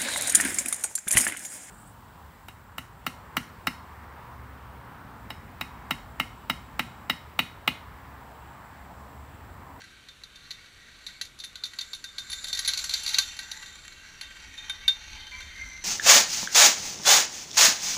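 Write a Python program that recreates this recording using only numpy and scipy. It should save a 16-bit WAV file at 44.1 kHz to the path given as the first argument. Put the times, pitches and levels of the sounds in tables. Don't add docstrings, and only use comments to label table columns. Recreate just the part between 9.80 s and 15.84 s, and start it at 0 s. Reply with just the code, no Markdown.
import sys
import numpy as np
from scipy import signal
from scipy.fft import rfft, irfft
from scipy.io import wavfile
from scipy.ndimage import uniform_filter1d

SR = 44100
rng = np.random.default_rng(int(sys.argv[2]) if len(sys.argv) > 2 else 0)


def wav_out(sig):
    wavfile.write(sys.argv[1], SR, np.round(np.clip(np.atleast_2d(sig).T, -1, 1) * 32767).astype(np.int16))


N = 266356


def undb(db):
    return 10 ** (np.asarray(db) / 20)


def unit(x):
    return x / np.sqrt(np.mean(x ** 2))


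def curves(table):
    s, *columns = np.transpose(table)
    return [np.interp(np.arange(N) / SR, s, column) for column in columns]


def colour(x, points, size=2048):
    hz, db = np.transpose(points)
    grid = np.maximum(np.arange(size + 1) * SR / 2 / size, 1)
    log_gain = np.interp(np.log(grid), np.log(hz), db) * np.log(10) / 20
    cepstrum = irfft(log_gain)
    cepstrum[1:size] *= 2
    cepstrum[size + 1:] = 0
    taps = irfft(np.exp(rfft(cepstrum)))
    return signal.fftconvolve(x, taps / np.sqrt(np.sum(taps ** 2)))[:N]


def white():
    return rng.standard_normal(N)


def turns(shape):
    return np.exp(2j * np.pi * rng.random(shape))


def fall(x, t60):
    return signal.lfilter([1], [1, -np.exp(-np.log(1000) / (t60 * SR))], x)


def walk(rate):
    steps = np.repeat(rng.standard_normal(int(N / SR * rate) + 2), 16)
    for _ in range(2):
        steps = uniform_filter1d(steps, size=16)
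    return np.interp(np.arange(N) * 16 * rate / SR, np.arange(len(steps)), unit(steps))


def carrier(hz, wander=.003):
    return np.exp(2j * np.pi * np.cumsum(hz * (1 + wander * walk(6))) / SR)


def slips():
    size_db = 3.2 * rng.exponential(size=N)
    bunching_db = 1.3 * walk(120) + 0.21 * walk(30)
    return unit(undb(size_db + bunching_db))


def rubbed(hail, noise, t60):
    ring = fall(hail * np.roll(noise, rng.integers(N)), t60)
    return ring * np.sqrt(2 / np.mean(np.abs(ring) ** 2))


# t/s, level/dB
SHAKE = [(0, -7.5), (.4, -17.5), (.64, -4.5), (.96, -10.5), (1.3, -0.5), (1.4, -9), (1.55, -17),
         (1.8, -8.5), (2.08, 0), (2.24, -7.5), (2.59, 5.5), (2.89, 8), (3.03, 8.5), (3.26, 11), (3.55, 4.5),
         (3.82, 0.5), (4.1, -4.5), (4.47, -4), (4.81, -1), (5.3, 0.5), (6.04, -1)]
# t/s, lift of the middle/dB, lift of the treble/dB
DRIFT = [(0, 2, 2), (.95, 1, -3), (2.3, -15, 9.5), (3.2, 10, 7), (4.1, 6, 9.5), (4.8, 10, 3),
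         (5.1, 12.5, -11), (5.45, 9.5, 0), (6.04, 5.5, -5)]
# level/dB, share of the shake, share of the middle lift, share of the treble lift (dB per dB)
PARTS = [(-70, 1.2, .4, .01), (-74, 0.79, 1.26, .01), (-53.5, .6, 0.11, 0.022), (-60, 0.46, 1.04, .01),
         (-60.5, 1.3, 0.52, .01), (-59, 0.96, .01, .01), (-65.5, 0.87, 0.83, .01), (-64, 1.03, .01, 0.99),
         (-77, 1.1, .01, .6)]


def friction_levels():
    shake, = curves(SHAKE)
    return np.array(PARTS) @ np.array([np.ones(N), shake, *curves(DRIFT)])


# t/s, level/dB
WIND = [(0, -60.5), (1.4, -59), (1.7, -59), (2.34, -59), (2.44, -51.5), (3.5, -51.5), (3.75, -55.5),
        (4.5, -53.5), (6.04, -49.5)]
# t/s, lift/dB
GUSTS = [(4.69, 4.9), (5.03, 5), (5.33, 7), (5.662, 6), (5.85, 9), (6.04, 2.3)]
GUST_S = 0.038


def wind_levels():
    t = np.arange(N) / SR
    gusts_db = sum(db * np.exp(-((t - s) / GUST_S) ** 2 / 2) for s, db in GUSTS)
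    return curves(WIND)[0] + gusts_db


# f/Hz, relative level/dB (per Hz)
WIND_COLOUR = [(12, -28), (20, -0.5), (33, -3), (65, -2.5), (78, -3.5), (102, -16.5), (130, -29),
               (170, -44), (290, -120)]


def wind_rumble(wind_db):
    return undb(wind_db + 0.66 * walk(5.8)) * colour(white(), WIND_COLOUR, size=8192)


# f/Hz, relative level/dB (per Hz)
FLUTTER = [(100, -25), (190, 7), (300, 0.5), (520, -24)]
FLUTTER_DB, FLUTTER_SHARE = -74.5, 0.97


def wind_flutter(wind_db):
    flutter_db = FLUTTER_DB + FLUTTER_SHARE * (wind_db - WIND[0][1])
    return undb(flutter_db) * colour(white(), FLUTTER)


# f/Hz, relative level/dB (per Hz)
HISS = [(53, -24.5), (90, 2.5), (864, -12.5), (1550, -3), (1760, -6.5), (3290, -6.5), (3820, -3),
        (4950, -19), (5750, -13), (11500, -22.5), (15500, -33)]
HISS_DB = -52


def hiss():
    return undb(HISS_DB + 0.3 * walk(5.4)) * colour(white(), HISS)


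def air():
    wind_db = wind_levels()
    return wind_rumble(wind_db) + wind_flutter(wind_db) + hiss()


# t/s, level/dB, then shares of the tube/dB, of the clear ring/dB, of the treble parts/dB
KNOCKS = [(0.039, -45, 3, -14, -11), (0.2864, -38, -5, -6, -15), (.436, -36, -8, -6.5, -13),
          (0.5573, -44, -15, -6, -7), (.707, -29, -8, -25, -19), (0.712, -32.5, -18, -3, -18),
          (0.86, -46, -13, -7, -23), (1.2652, -28, -14, -4.5, -13), (1.286, -46, 5, 1.5, -24),
          (1.4128, -22, -6, -3, -9.5), (1.4513, -39.5, -15, -11, -9), (1.5893, -37, -30, -15, -10),
          (1.6005, -32.5, -25, -5.5, -14), (1.6376, -32, -3, -4, -12), (1.6452, -35.5, -16, 2, -7),
          (1.7557, -29.5, -10.5, -7, -19), (1.8372, -21.5, -17, -2, -17), (1.8546, -32.5, -27, 1.5, -9),
          (1.9345, -42, 6.5, -22, -8), (1.9875, -20.5, -16, -16, -23), (2.0097, -28.5, -30, 4, -8.5),
          (2.133, -26, -9, -5, -12.5), (2.1477, -37, -23, -22, -5), (2.2411, -31.5, -2.5, 3.5, -1),
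          (2.3819, -27.5, -7, 4, -10), (2.3904, -40, -30, -29, 2), (2.499, -38, 6, 4, 4),
          (2.5174, -27.5, -33, -22, -10), (2.5287, -27.5, -6, -0.5, -5), (2.642, -27.5, -7, -0.5, -10),
          (2.669, -31, -11, -14, -16), (2.683, -30, -9, -1, -6), (2.7292, -21, -39, -2.5, -10.5),
          (2.749, -28.5, -12, 0, -5), (2.7735, -25.5, -15, -2.5, -9), (2.7908, -23, -3, -28, -1),
          (2.8485, -22.5, -22, -25, -15), (2.8582, -22, -27, -18, -18), (2.8769, -15, -10, -7, -5.5),
          (2.8882, -16, -10, -20, -27), (2.935, -20.5, -13, -8, -14), (2.974, -23, -24, -24, -3),
          (2.989, -22, -26, -12, -12), (3.041, -23, -4, -25, -3), (3.0939, -21.5, -34, -25, -13),
          (3.1087, -26, -31, -15, -24), (3.131, -30, -15, -19, -26), (3.1378, -14.5, -24, -13, -13),
          (3.233, -34.5, -9, -10, 3), (3.263, -21, -12, -32, -10), (3.276, -22.5, -25, -3.5, -7),
          (3.29, -24, -17, -14, -8), (3.3338, -29, 3, -23, -7), (3.3437, -14, -12, -30, -23),
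          (3.3846, -9, -7.5, -10, -7), (3.42, -55, -15, 14, -21), (3.5665, -41, -6, -4, -1),
          (3.5903, -27.5, 0.5, -17, -8), (3.7147, -26, -18, -34, -9), (3.827, -36, 3, -11, -13),
          (3.8597, -37.5, -5, -1, -14), (4.0497, -46.5, 11, -19, -5), (4.122, -40, -3, -22, -17),
          (4.4119, -32, 6.5, 1, -5), (4.778, -44, -4, 9, -6), (4.897, -33.5, 8, 14, 0.5),
          (5.0795, -16, -4, 3.5, -13.5), (5.4051, -43, -16, 5, -20), (5.605, -41.5, 11, 3, -7),
          (5.7594, -43.5, -1, 0, -10)]
TOP_SCATTER_DB = 3


def knock_levels():
    s, strike_db, tube, clear, collar = np.transpose(KNOCKS)
    top_scatter = TOP_SCATTER_DB * rng.standard_normal(len(s))
    return strike_db + np.array([
        tube - 33., tube - 29., tube - 8., tube - 9.,
        clear - 4.5,
        0 * tube - 8.,
        collar - 10., collar - 16., 1.35 * collar - 5. + top_scatter])


CHATTER_MS = 4.8


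def chatter(count=6):
    s = np.transpose(KNOCKS)[0]
    late = rng.random((len(s), count)) * (np.arange(count) > 0)
    at = np.clip(((s[:, None] + late * CHATTER_MS / 1000) * SR).astype(int), 0, N - 1)
    rebound_db = (late > 0) * (-6. - 4.26 * late + 0.87 * rng.standard_normal(late.shape))
    return at, rebound_db


SINGS_HZ = 3626
SINGS_ON_DB, SINGS_ON_SHARE, SINGS_ON_T60_S = -34, 0.33, 0.42


def clear_ring():
    s, strike_db, _, clear, _ = np.transpose(KNOCKS)
    ring_db = SINGS_ON_DB + SINGS_ON_SHARE * strike_db + clear
    struck = np.zeros(N, complex)
    np.add.at(struck, (s * SR).astype(int), undb(ring_db) * turns(len(s)))
    return fall(struck, SINGS_ON_T60_S) * undb(5.0 * walk(60))


RATTLE_PER_S = 70


def rattle(rub_db):
    ticks = np.flatnonzero(rng.random(N) < RATTLE_PER_S / SR)
    shaken_db = 1.33 * (rub_db[6][ticks] + 36.0)
    return ticks, 1.73 + 3.9 * rng.exponential(size=len(ticks)) + shaken_db


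# f/Hz, level/dB, t60/s
STEEL = [(570, 0, .03), (870, 0, .1), (1150, -14, .1), (1470, -6, .05), (1570, 0, .08), (1900, -4, .07),
         (1970, -5, .06), (2240, -2, .06), (2490, -10, .06), (2740, -5, .08), (3130, -4, .08),
         (3626, 0, .13), (3692, -4, .08), (3785, -4, .07), (3945, -3, .045), (4060, 0, .05),
         (4190, -2, .055), (4345, -1, .055), (4410, -1, .05), (4495, -1, .04), (4680, -6, .06),
         (4850, -11, .05), (5700, -2, .05), (5880, 0, .04), (6230, -2, .04), (6410, -3, .05),
         (7030, -3, .04), (7420, 0, .03), (10220, -2, .055), (10320, 0, .06)]
PARTS_HZ = (700, 1000, 2450, 3450, 3740, 5000, 6600, 9000)


def ringing_modes(noise, hail, rub_db, hits, rattling):
    (at, rebound_db), (ticks, tick_db) = hits, rattling
    knock_db, ring = knock_levels(), clear_ring()
    out = np.zeros(N)
    for hz, db, t60 in STEEL:
        part = np.searchsorted(PARTS_HZ, hz)
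        spot_db = 8 * (rng.random((len(at), 1)) - .5)
        size_db = knock_db[part][:, None] + db + spot_db + rebound_db
        push = np.zeros(N, complex)
        np.add.at(push, at, undb(size_db) * turns(at.shape))
        push[ticks] += undb(rub_db[part][ticks] + db + tick_db) * turns(len(ticks))
        drag = undb(rub_db[part] + db + 3.8 * walk(9)) * rubbed(hail, noise, 0.49 * t60)
        envelope = fall(push, t60) + drag + (hz == SINGS_HZ) * ring
        out += (envelope * carrier(hz)).imag
    return out


# f/Hz, relative level/dB (per Hz)
HOUSING = [(180, -71), (300, -18), (1300, -19), (1540, -10.5), (1730, -27.5), (1970, -5), (2930, -9),
           (4210, 5), (5130, -10), (5950, -1.5), (7250, -8), (8420, -21.5), (10600, -15.5), (13600, -20.5),
           (15500, -112)]


def contact_noise(hail, rub_db, hits, rattling):
    (at, rebound_db), (ticks, tick_db) = hits, rattling
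    _, strike_db, _, _, collar = np.transpose(KNOCKS)
    sides = (("low", strike_db, rub_db[5] + 9.0),
             ("high", strike_db + 0.52 * collar + 8.5, rub_db[7] + 7.0))
    out = np.zeros(N)
    for side, blow_db, rasp_db in sides:
        blows = np.zeros(N)
        np.add.at(blows, at, undb(blow_db[:, None] + rebound_db))
        blows[ticks] += undb(rasp_db[ticks] + tick_db + 15.0)
        crack = undb(-10.0) * fall(blows, 0.013)
        long_chatter = undb(-25.0) * fall(blows, 0.19)
        rasp = undb(rasp_db - 5.0) * hail
        contact = colour((crack + long_chatter + rasp) * white(), HOUSING)
        split = signal.butter(4, PARTS_HZ[5], side, fs=SR, output="sos")
        out += signal.sosfilt(split, contact)
    return out


def steel(noise):
    rub_db, hits, hail = friction_levels(), chatter(), slips()
    rattling = rattle(rub_db)
    out = ringing_modes(noise, hail, rub_db, hits, rattling)
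    out += contact_noise(hail, rub_db, hits, rattling)
    return signal.sosfilt(signal.butter(3, 650., "high", fs=SR, output="sos"), out)


# t/s, level/dB
SCRAPE = [(5.25, -79), (5.372, -45.5), (5.504, -66), (5.55, -43.5), (5.62, -44), (5.7, -46.5),
          (5.804, -49.5), (5.85, -48), (5.93, -46), (6.04, -58)]
# f/Hz, relative level/dB, t60/s
SCRAPE_BANDS = [(1008, 1, 0.17), (1177, -7, 0.11), (1640, -19, 0.07), (2064, -7, 0.16), (2104, 1.5, 0.075),
                (2336, -6.5, 0.17), (6070, 11.5, 0.036)]
SCRAPE_PARTS_HZ = (1500, 5000)
SCRAPE_LOW_DB, SCRAPE_HIGH_DB, SCRAPE_RISE_DB_PER_S = -14.5, -24, 19


def scrape(noise):
    level, = curves(SCRAPE)
    hail = slips()
    since = np.arange(N) / SR - SCRAPE[0][0]
    high = level + SCRAPE_HIGH_DB + SCRAPE_RISE_DB_PER_S * since
    levels = level + SCRAPE_LOW_DB, level, high
    out = np.zeros(N)
    for hz, db, t60 in SCRAPE_BANDS:
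        band_db = levels[np.searchsorted(SCRAPE_PARTS_HZ, hz)] + db + 4 * walk(16)
        out += undb(band_db) * (rubbed(hail, noise, t60) * carrier(hz)).imag
    return np.clip(since / 0.055, 0, 1) * out


def scene():
    noise = turns(N)
    return np.tile(steel(noise) + air() + scrape(noise), (2, 1))


TOP_HZ = 15400


def record(dry):
    rounded = np.tanh(1.436 * dry) / 2.32
    return signal.sosfilt(signal.ellip(8, .2, 70, TOP_HZ, fs=SR, output="sos"), rounded)


dry = scene()
out = record(dry)
wav_out(out)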